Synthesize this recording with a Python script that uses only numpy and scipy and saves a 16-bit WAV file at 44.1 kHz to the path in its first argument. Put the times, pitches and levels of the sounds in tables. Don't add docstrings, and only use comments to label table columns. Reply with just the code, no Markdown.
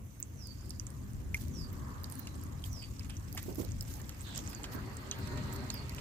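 import sys
import numpy as np
from scipy import signal
from scipy.io import wavfile
from scipy.ndimage import uniform_filter1d

SR = 44100
rng = np.random.default_rng(int(sys.argv[2]) if len(sys.argv) > 2 else 0)


def file_out(sig):
    cols = np.atleast_2d(sig).T
    lim = np.clip(cols, -1, 1)
    pcm = np.round(lim * 32767).astype(np.int16)
    wavfile.write(sys.argv[1], SR, pcm)


N = 264952


def click(db, hz, spray_db, plop_db):
    t, white = np.arange(2600) / SR, rng.standard_normal(2600)
    onset = 1 - np.exp(-(t / 0.0006) ** 2)
    ring_t60_s = 0.004 + 0.02 * (2200 / hz) ** 3
    glide = 1 + 0.06 * np.minimum(t / ring_t60_s, 1)
    bubble = np.sin(2 * np.pi * hz * t * glide) * decay(t, ring_t60_s)
    wet = band(white, min(hz * 0.85, 13000), min(hz * 1.12, 15600))
    snap, tail = 0.32 * decay(t, 0.009), amp(-29) * decay(t, 0.07)
    hue = rng.uniform(0.85, 1.12)
    spray = band(white, 11500 * hue, 14500 * hue) + amp(3) * band(white, 4800 * hue, 7770 * hue)
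    spray *= amp(spray_db) * decay(t, 0.011)
    plop = 0.18 * amp(plop_db + 1) * band(white, 790, 5100) * decay(t, 0.065)
    return amp(db) * onset * (1.73 * bubble + wet * (snap + tail) + spray + plop)


# t/s, level/dB, bubble f/Hz, spray gain/dB, plop gain/dB
CLICKS = [(0.201, -28, 15200, -28.5, -28), (0.227, -25, 7180, -50, -32), (0.471, -43.5, 9600, -5.5, -30),
          (0.658, -47.5, 8100, -20, -20.5), (0.695, -36, 8600, -29, -36), (0.7055, -31, 5240, -9.5, -16),
          (0.7969, -26, 5880, -18, -14.5), (0.8677, -28.5, 7040, -22, -19), (0.9036, -41, 8400, -15, -14),
          (1.133, -51, 8100, -7, -26), (1.3447, -47, 3180, 12.5, 6), (1.368, -44, 7600, -16, -30),
          (1.419, -43, 6850, -9, -26), (1.482, -51.5, 6260, 1, -26), (1.729, -39, 14400, -32, -30),
          (2.0347, -38.5, 13700, -20, -19), (2.042, -30.5, 4560, -10, -34), (2.099, -43, 13100, -7, -22),
          (2.1226, -35.5, 8930, -18, -37), (2.154, -38.5, 9700, -19, -32), (2.182, -44, 13000, -24, -28),
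          (2.194, -27.5, 14300, -45, -18), (2.271, -42.5, 2720, 0.5, 10), (2.3551, -43.5, 8100, -20, -29),
          (2.413, -46, 8060, -15, -31), (2.436, -39, 11500, -14, -25), (2.6397, -35, 3180, -9, -6),
          (2.73, -49.5, 5500, 5.5, -23), (2.826, -40, 7500, -23, -22), (2.9947, -36, 5160, -10.5, -10),
          (3.046, -42, 6750, -19, 0.5), (3.0967, -36, 8200, -16, -3), (3.104, -39, 5460, -13, -27),
          (3.1682, -36, 6060, -27, -25), (3.3266, -34.5, 12700, -14, -26), (3.3487, -34.5, 12500, -29, -33),
          (3.3753, -36, 2930, 1, 12.5), (3.397, -42, 8040, -13, -22), (3.4285, -33.5, 12200, -27, -12),
          (3.526, -44, 5400, -11, -24), (3.547, -39, 11900, -23, -33), (3.5563, -37, 13600, -23, -32),
          (3.6484, -41.5, 4000, -0.5, -24), (3.7188, -35.5, 6600, -29, -37),
          (3.809, -28.5, 5100, -8.5, -47), (3.8242, -31.5, 14500, -24, -45), (3.939, -40.5, 7050, -12, -28),
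          (3.998, -55, 1760, 3, 16), (4.016, -39, 6860, -17, -30), (4.0928, -46, 3150, 7, 11),
          (4.145, -48, 7700, -19, -30), (4.208, -37, 7100, -21, -8), (4.216, -38.5, 7900, -22, -30),
          (4.3586, -31, 7240, -20, -14), (4.377, -31.5, 6740, -6.5, -10), (4.39, -31, 6500, -23, -27),
          (4.467, -42, 6900, -29, -20), (4.4754, -31.5, 6600, -31, -13), (4.495, -53, 5160, -1, -7),
          (4.53, -42, 4440, -7, 7), (4.5486, -33.5, 6800, -24, -22), (4.633, -34.5, 7260, -30, -25),
          (4.6404, -40.5, 3140, -4, 14.5), (4.969, -37, 7170, -13, -30), (5.1123, -22.5, 6200, -40, -36),
          (5.1131, -27.5, 3870, -22, -4), (5.188, -42, 14800, -29, -30), (5.2729, -38, 7900, -11.5, 1),
          (5.3746, -41, 6760, -28, 7), (5.5269, -35, 7300, -18, -29), (5.535, -35, 13400, -23, -33),
          (5.5615, -40.5, 4300, -5, -23), (5.7014, -26, 4180, -23.5, -11),
          (5.7026, -24.5, 6660, -38, -11.5), (5.7415, -29, 13400, -31, -11), (5.8949, -43, 13600, -5, -30),
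          (5.894, -33.5, 4370, -16, -15), (5.9473, -43, 12400, -8, -24), (5.9825, -43.5, 2900, -15, 14)]
# bubble f/Hz, left-right/dB
CLICK_PAN = [(2000, -4), (5500, -10), (9500, -22), (13000, -17.5)]
def tongue():
    out = np.zeros((2, N))
    for start_s, db, hz, spray_db, plop_db in CLICKS:
        add(out, start_s, pan(click(db, hz, spray_db, plop_db), at_hz(CLICK_PAN, hz), lag_samples=-4))
    return out


# t/s, level/dB, f/Hz, t60/s
SMACKS_AND_KNOCKS = [(2.822, -51, 2550, 0.13), (2.838, -54, 2870, 0.074), (3.006, -53, 2200, 0.095),
                     (3.094, -54, 2720, 0.28), (3.346, -53, 710, 0.11), (3.369, -45.5, 1900, 0.15),
                     (4.3, -54, 680, 0.14), (4.595, -51, 810, 0.16), (4.742, -49.5, 1000, 0.089),
                     (5.114, -44.5, 3000, 0.14), (5.622, -49, 690, 0.11)]
def smacks_and_knocks():
    out, t = np.zeros(N), np.arange(4000) / SR
    onset = np.minimum(t / 0.001, 1)
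    for start_s, db, hz, t60_s in SMACKS_AND_KNOCKS:
        burst = band(rng.standard_normal(len(t)), hz * 0.91, hz * 1.25)
        add(out, start_s, amp(db) * onset * decay(t, t60_s) * burst)
    return pan(out, -2.5, lag_samples=-4)


# t/s, length/s, first f/Hz, last f/Hz, level/dB
DRIP_BUBBLES = [(1.3443, 0.0045, 2300, 2200, -23.5), (1.3465, 0.012, 2080, 2200, -32),
                (1.357, 0.026, 2050, 3000, -55)]
def drip():
    out = np.zeros(N)
    for start_s, length_s, first_hz, last_hz, db in DRIP_BUBBLES:
        u = progress(length_s)
        hz = first_hz + (last_hz - first_hz) * u
        add(out, start_s, amp(db) * np.sin(np.pi * np.sqrt(u)) * np.sin(phase(hz)))
    return pan(out, -2, lag_samples=-4)


def droplets(level, lo_hz, hi_hz, per_s, spread_db, t60_s):
    pops = amp(spread_db * np.minimum(rng.exponential(1, N), 3)) * (rng.random(N) < per_s / SR)
    pitch_index = rng.integers(0, 12, N)
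    out, t = np.zeros(N), np.arange(400) / SR
    for k, hz in enumerate(np.geomspace(lo_hz, hi_hz, 12)):
        ring = np.sin(2 * np.pi * hz * t) * np.minimum(t * hz / 4, 1) ** 2 * decay(t, t60_s)
        out += signal.oaconvolve(pops * (pitch_index == k), ring)[:N]
    return pan(unit_rms(out) * level, -13)


# t/s, level/dB
FIZZ_LEVEL = [(0.0, -75.5), (0.52, -68), (1.15, -69), (1.55, -65), (1.87, -66), (2.29, -64.5), (2.5, -67),
              (2.81, -62.5), (3.29, -65.5), (3.6, -62.5), (4.16, -64), (4.45, -57.5), (4.72, -68),
              (5.27, -62.5), (6.01, -61.5)]
# f/Hz, level/dB
FIZZ_MID = [(3500, 3.5), (5000, 6.5), (7000, 8), (8500, 6), (11000, -45), (13000, -58)]
FIZZ_TOP = [(8000, -34), (11000, -21.5), (13000, -21), (15500, -24.5), (15750, -62)]
# t/s, length/s, top level/dB, mid level/dB
SWISHES = [(1.337, 0.17, -63, -59), (2.097, 0.091, -60.5, -65), (2.637, 0.07, -61, -58),
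           (3.342, 0.14, -62, -59), (3.445, 0.11, -64, -63), (3.566, 0.1, -56, -56.5),
           (3.846, 0.2, -61, -58.5), (4.202, 0.059, -66, -74), (4.335, 0.083, -72, -49.5),
           (4.487, 0.037, -57, -74), (4.71, 0.074, -61, -59), (5.517, 0.068, -61, -72)]
def fizz():
    swishes = np.zeros((2, N))
    for start_s, length_s, top_db, mid_db in SWISHES:
        swell = np.interp(progress(length_s), [0, 0.2, 0.4, 1], [0, 1, 1, 0])
        add(swishes, start_s, amp([[top_db], [mid_db]]) * swell)
    top_swish, mid_swish = swishes
    level_db = curves(FIZZ_LEVEL)[0]
    mid, top = amp(level_db), amp(-71 + 0.51 * (level_db + 65.5))
    hiss = np.hypot(mid, mid_swish) * noise(FIZZ_MID, 256, patchy_db=2.5, flicker_db=3)
    hiss += np.hypot(top, 1.33 * top_swish) * noise(FIZZ_TOP, 1024, patchy_db=2.9, flicker_db=2.2)
    crackle_level = 0.6 * np.hypot(0.6 * top, top_swish)
    crackle = droplets(crackle_level, 9000, 14500, per_s=200, spread_db=4.5, t60_s=0.003)
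    ticks = droplets(0.24 * mid, 6400, 8200, per_s=18, spread_db=3.5, t60_s=0.006)
    return hiss + crackle + ticks


# t/s, level/dB, f/Hz
BUMPS = [(3.453, -39, 208), (3.482, -31, 365), (3.502, -38, 208), (3.581, -28, 310), (3.597, -32.5, 244),
         (3.619, -33.5, 235), (3.646, -43, 190), (4.747, -33.5, 230)]
def bumps():
    out, t = np.zeros(N), np.arange(2000) / SR
    for start_s, db, hz in BUMPS:
        knock = 0.99 * t * hz * np.exp(-1.1 * t * hz) * np.sin(2 * np.pi * hz * t)
        scuff = band(rng.standard_normal(len(t)), 170, 475) * t / 0.01 * np.exp(-t / 0.012)
        add(out, start_s, amp(db) * (knock + amp(-11) * scuff))
    return pan(out, -20.5)


# t/s, length/s, first f/Hz, last f/Hz, level/dB
WHISTLES = [(0.355, 0.168, 6670, 4405, -54), (1.495, 0.16, 7330, 4470, -53.5),
            (2.674, 0.175, 7140, 4470, -52.5), (4.443, 0.15, 6320, 4300, -58),
            (5.689, 0.12, 5870, 4356, -51)]
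def whistles(bend=1.8, wobble_hz=80):
    out = np.zeros((2, N))
    for start_s, length_s, first_hz, last_hz, db in WHISTLES:
        u = progress(length_s)
        fall = (1 - np.exp(-bend * u)) / (1 - np.exp(-bend))
        hz = first_hz + (last_hz - first_hz) * fall + wobble_hz * jitter(len(u), 120)
        swell_db = -14 * (1 - u / 0.53).clip(0) ** 1.8 - 2 * u ** 3
        swell = amp(db + swell_db) * signal.windows.tukey(len(u), 0.2)
        rasp = 1 + 0.3 * jitter(len(u), 60)
        add(out, start_s, pan(swell * rasp * np.sin(phase(hz)), -10))
    return 0.65 * out + amp(0.5) * garden_echoes(out, t60_s=0.22)


# t/s, length/s, first f/Hz, last f/Hz, width/Hz, level/dB
TWITTER = [(0, 0.59, 6140, 6270, 500, -71), (0.546, 0.26, 4870, 4860, 700, -66),
           (2.111, 0.25, 4390, 3950, 400, -65.5), (4.228, 0.19, 3930, 3225, 1200, -54),
           (4.564, 0.8, 4510, 4360, 600, -67), (5.102, 0.65, 4305, 4200, 650, -60)]
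def twitter():
    out = np.zeros((2, N))
    for start_s, length_s, first_hz, last_hz, width_hz, db in TWITTER:
        n = round(length_s * SR)
        pole = np.exp(-np.pi * width_hz / SR)
        blur = signal.lfilter([1], [1, -2 * pole, pole ** 2], complex_noise(2, n))
        call = unit_rms((blur * np.exp(1j * phase(np.linspace(first_hz, last_hz, n)))).real)
        add(out, start_s, amp(db) * call * signal.windows.tukey(n, 0.4) * amp([[-3], [3]]))
    return out


# t/s, rumble level/dB, tyre roar level/dB
TRAFFIC_LEVELS = [(0.0, -41, -75), (0.13, -47, -70.5), (1.64, -37.5, -64.5), (1.94, -42, -57),
                  (2.83, -43, -65), (3.8, -39, -65.5), (4.28, -46, -59), (4.68, -43, -54),
                  (5.12, -45.5, -53.5), (5.39, -40, -50.5), (6.01, -43, -58.5)]
# f/Hz, level/dB
RUMBLE = [(12, -79), (30, -21), (44, -4.5), (76, -0.5), (124, -5.5), (156, -15), (200, -11.5), (260, -32),
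          (440, -120)]
DRONE = [(76, -52), (130, -6), (156, -10), (248, 1.5), (335, -8), (383, -9.5), (417, -21.5), (550, -19.5),
         (720, -33), (1210, -120)]
ROAR = [(240, -5.5), (400, -14), (482, -3), (625, -10), (850, -7.5), (1100, -7.5), (1380, -13), (1600, -8),
        (2080, -15.5), (3520, -120)]
UPPER_ROAR = [(760, -9), (1300, 2.5), (1420, -20), (1720, -8), (2070, 0.5), (2320, -2.5), (4000, -10.5),
              (5200, -10), (8800, -120)]
def traffic(nearing_db_per_s=3):
    rumble_db, roar_db = curves(TRAFFIC_LEVELS)
    drone_db = -52.5 + 0.65 * (rumble_db + 41.5) + 0.28 * (roar_db + 58)
    upper_db = -76 + 0.43 * (roar_db + 55) + nearing_db_per_s * np.arange(N) / SR
    return (amp(rumble_db - 1.5) * noise(RUMBLE, 2048, patchy_db=1.2, flicker_db=1)
            + amp(drone_db) * noise(DRONE, 1024, patchy_db=2.2, flicker_db=0.16)
            + amp(roar_db) * noise(ROAR, 1024, patchy_db=2.6, flicker_db=1)
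            + amp(upper_db) * noise(UPPER_ROAR, 512, patchy_db=2.7, flicker_db=1))


# t/s, turn rate/Hz, nearness/dB
ENGINE_RUN = [(0, 43.5, -7), (1.6, 43.6, -2.5), (3.2, 42.79, -8), (4.3, 43.27, -5.5), (4.75, 43.47, 0),
              (5.1, 43.05, -0.5), (5.38, 42.9, 1.5), (5.7, 42.55, 0.5), (6.01, 43.17, -0.5)]
# multiple of turn rate, level/dB
ENGINE_ORDERS = [(2, -55), (3, -51.5), (5, -60.5), (6, -60), (7, -63), (9, -59.5), (14, -66.5), (22, -69.5),
                 (25, -79), (30, -74), (34, -76), (44, -72.5)]
def engine(waver_db=4, drift_cycles=0.2):
    hz, near_db = curves(ENGINE_RUN)
    out, knots = np.zeros(N), np.arange(0, N + 2500, 2500)
    for order, db in ENGINE_ORDERS:
        waver, drift = (np.interp(np.arange(N), knots, v) for v in rng.standard_normal((2, len(knots))))
        octaves = np.log2(order)
        level = amp(db + octaves * near_db + waver_db * waver)
        offset_cycles = drift_cycles * octaves * drift + rng.random()
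        out += level * np.sin(order * phase(hz) + 2 * np.pi * offset_cycles)
    return np.sqrt(2) * out


# t/s, level/dB
HUM_LEVEL = [(0.6, -87), (0.95, -67), (1.3, -88), (1.65, -67), (1.9, -57.5), (2.15, -67), (2.45, -66.5),
             (2.85, -72), (3.1, -80), (6.01, -101)]
def tyre_hum():
    return amp(curves(HUM_LEVEL)[0]) * np.sqrt(2) * band(rng.standard_normal((2, N)), 968, 1240)


# f/Hz, level/dB
AIR_SPECTRUM = [(180, -28), (300, -12.5), (528, 1), (885, -6.5), (1120, -5), (1430, -7), (2790, -9.5),
                (3460, -15.5), (5160, -21.5), (6300, -11.5), (10600, -12.5), (15500, -18), (15750, -70)]
def air():
    return amp(-67.5) * noise(AIR_SPECTRUM, 512, patchy_db=3.5, flicker_db=0.4)


def garden_echoes(x, t60_s):
    taps = np.zeros((2, SR // 2))
    slots = np.arange(60, SR // 2 - 22, 22)
    delays = slots + rng.integers(0, 22, (2, len(slots)))
    np.put_along_axis(taps, delays, rng.choice([-1., 1.], delays.shape), 1)
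    taps *= decay(np.arange(SR // 2) / SR, t60_s)
    return signal.fftconvolve(x, taps / np.linalg.norm(taps[0]), axes=1)[:, :N]


# f/Hz, left-right correlation
NOISE_LIKENESS = [(60, 0.88), (180, 0.79), (550, 0.17), (1650, -0.27), (4970, 0.1), (15000, -0.11)]
# f/Hz, left-right/dB
NOISE_PAN = [(60, 0), (130, 3.5), (290, 5), (640, -3), (1410, -2), (3100, -1.5), (6820, -7), (10000, 1.5),
             (13000, -12.5)]
def noise(spectrum, fft_size, patchy_db, flicker_db):
    hop, hz = fft_size // 4, np.fft.rfftfreq(fft_size, 1 / SR)
    grid = len(hz), N // hop + 5
    patches = uniform_filter1d(rng.standard_normal(grid), fft_size // 64, axis=0)
    patches = unit_rms(uniform_filter1d(patches, 12, axis=1))
    level_db = at_hz(spectrum, hz)[:, None] + patchy_db * patches + flicker_db * jitter(grid[1], 3)
    likeness, pan_db = at_hz(NOISE_LIKENESS, hz)[:, None], at_hz(NOISE_PAN, hz)[:, None]
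    left, unrelated = complex_noise(2, *grid)
    right = likeness * left + np.sqrt(1 - likeness ** 2) * unrelated
    spectra = np.array([left * amp(level_db + pan_db / 2), right * amp(level_db - pan_db / 2)])
    x = signal.istft(spectra, nperseg=fft_size, noverlap=fft_size - hop)[1][:, :N]
    return x / np.sqrt(np.mean(x.mean(0) ** 2))


def amp(db):
    return 10 ** (np.asarray(db) / 20)


def decay(t, t60_s):
    return amp(-60 * t / t60_s)


def phase(hz):
    return 2 * np.pi * np.cumsum(hz) / SR


def progress(length_s):
    return np.linspace(0, 1, round(length_s * SR))


def unit_rms(x):
    return x / np.sqrt(np.mean(x ** 2) + 1e-20)


def jitter(n, smoothing):
    return unit_rms(uniform_filter1d(rng.standard_normal(n), smoothing))


def complex_noise(*shape):
    return rng.standard_normal(shape) + 1j * rng.standard_normal(shape)


def band(x, lo_hz, hi_hz):
    return unit_rms(signal.sosfilt(signal.butter(2, [lo_hz, hi_hz], "band", fs=SR, output="sos"), x))


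def at_hz(table, hz):
    table_hz, values = np.transpose(table)
    return np.interp(np.log(hz + 1), np.log(table_hz + 1), values)


def curves(table):
    times_s, *columns = np.transpose(table)
    return [np.interp(np.arange(N) / SR, times_s, column) for column in columns]


def add(mix, start_s, sound):
    part = mix[..., round(start_s * SR):][..., :sound.shape[-1]]
    part += sound[..., :part.shape[-1]]


def pan(x, pan_db, lag_samples=14):
    return np.array([np.roll(x, lag_samples), x]) * amp([[pan_db / 2], [-pan_db / 2]])


def scene():
    direct = tongue() + smacks_and_knocks() + drip()
    close = direct + amp(-17) * garden_echoes(direct, t60_s=0.06) + fizz() + bumps()
    return close + whistles() + twitter() + traffic() + engine() + tyre_hum() + air()


def record(dry, low_cut_hz=37, high_cut_hz=16350):
    thinned = signal.sosfilt(signal.butter(4, low_cut_hz, "high", fs=SR, output="sos"), dry)
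    low_pass = signal.firwin(511, high_cut_hz, window=("kaiser", 9), fs=SR)
    return signal.oaconvolve(thinned, low_pass[None], "same")


dry = scene()
out = record(dry)
file_out(out)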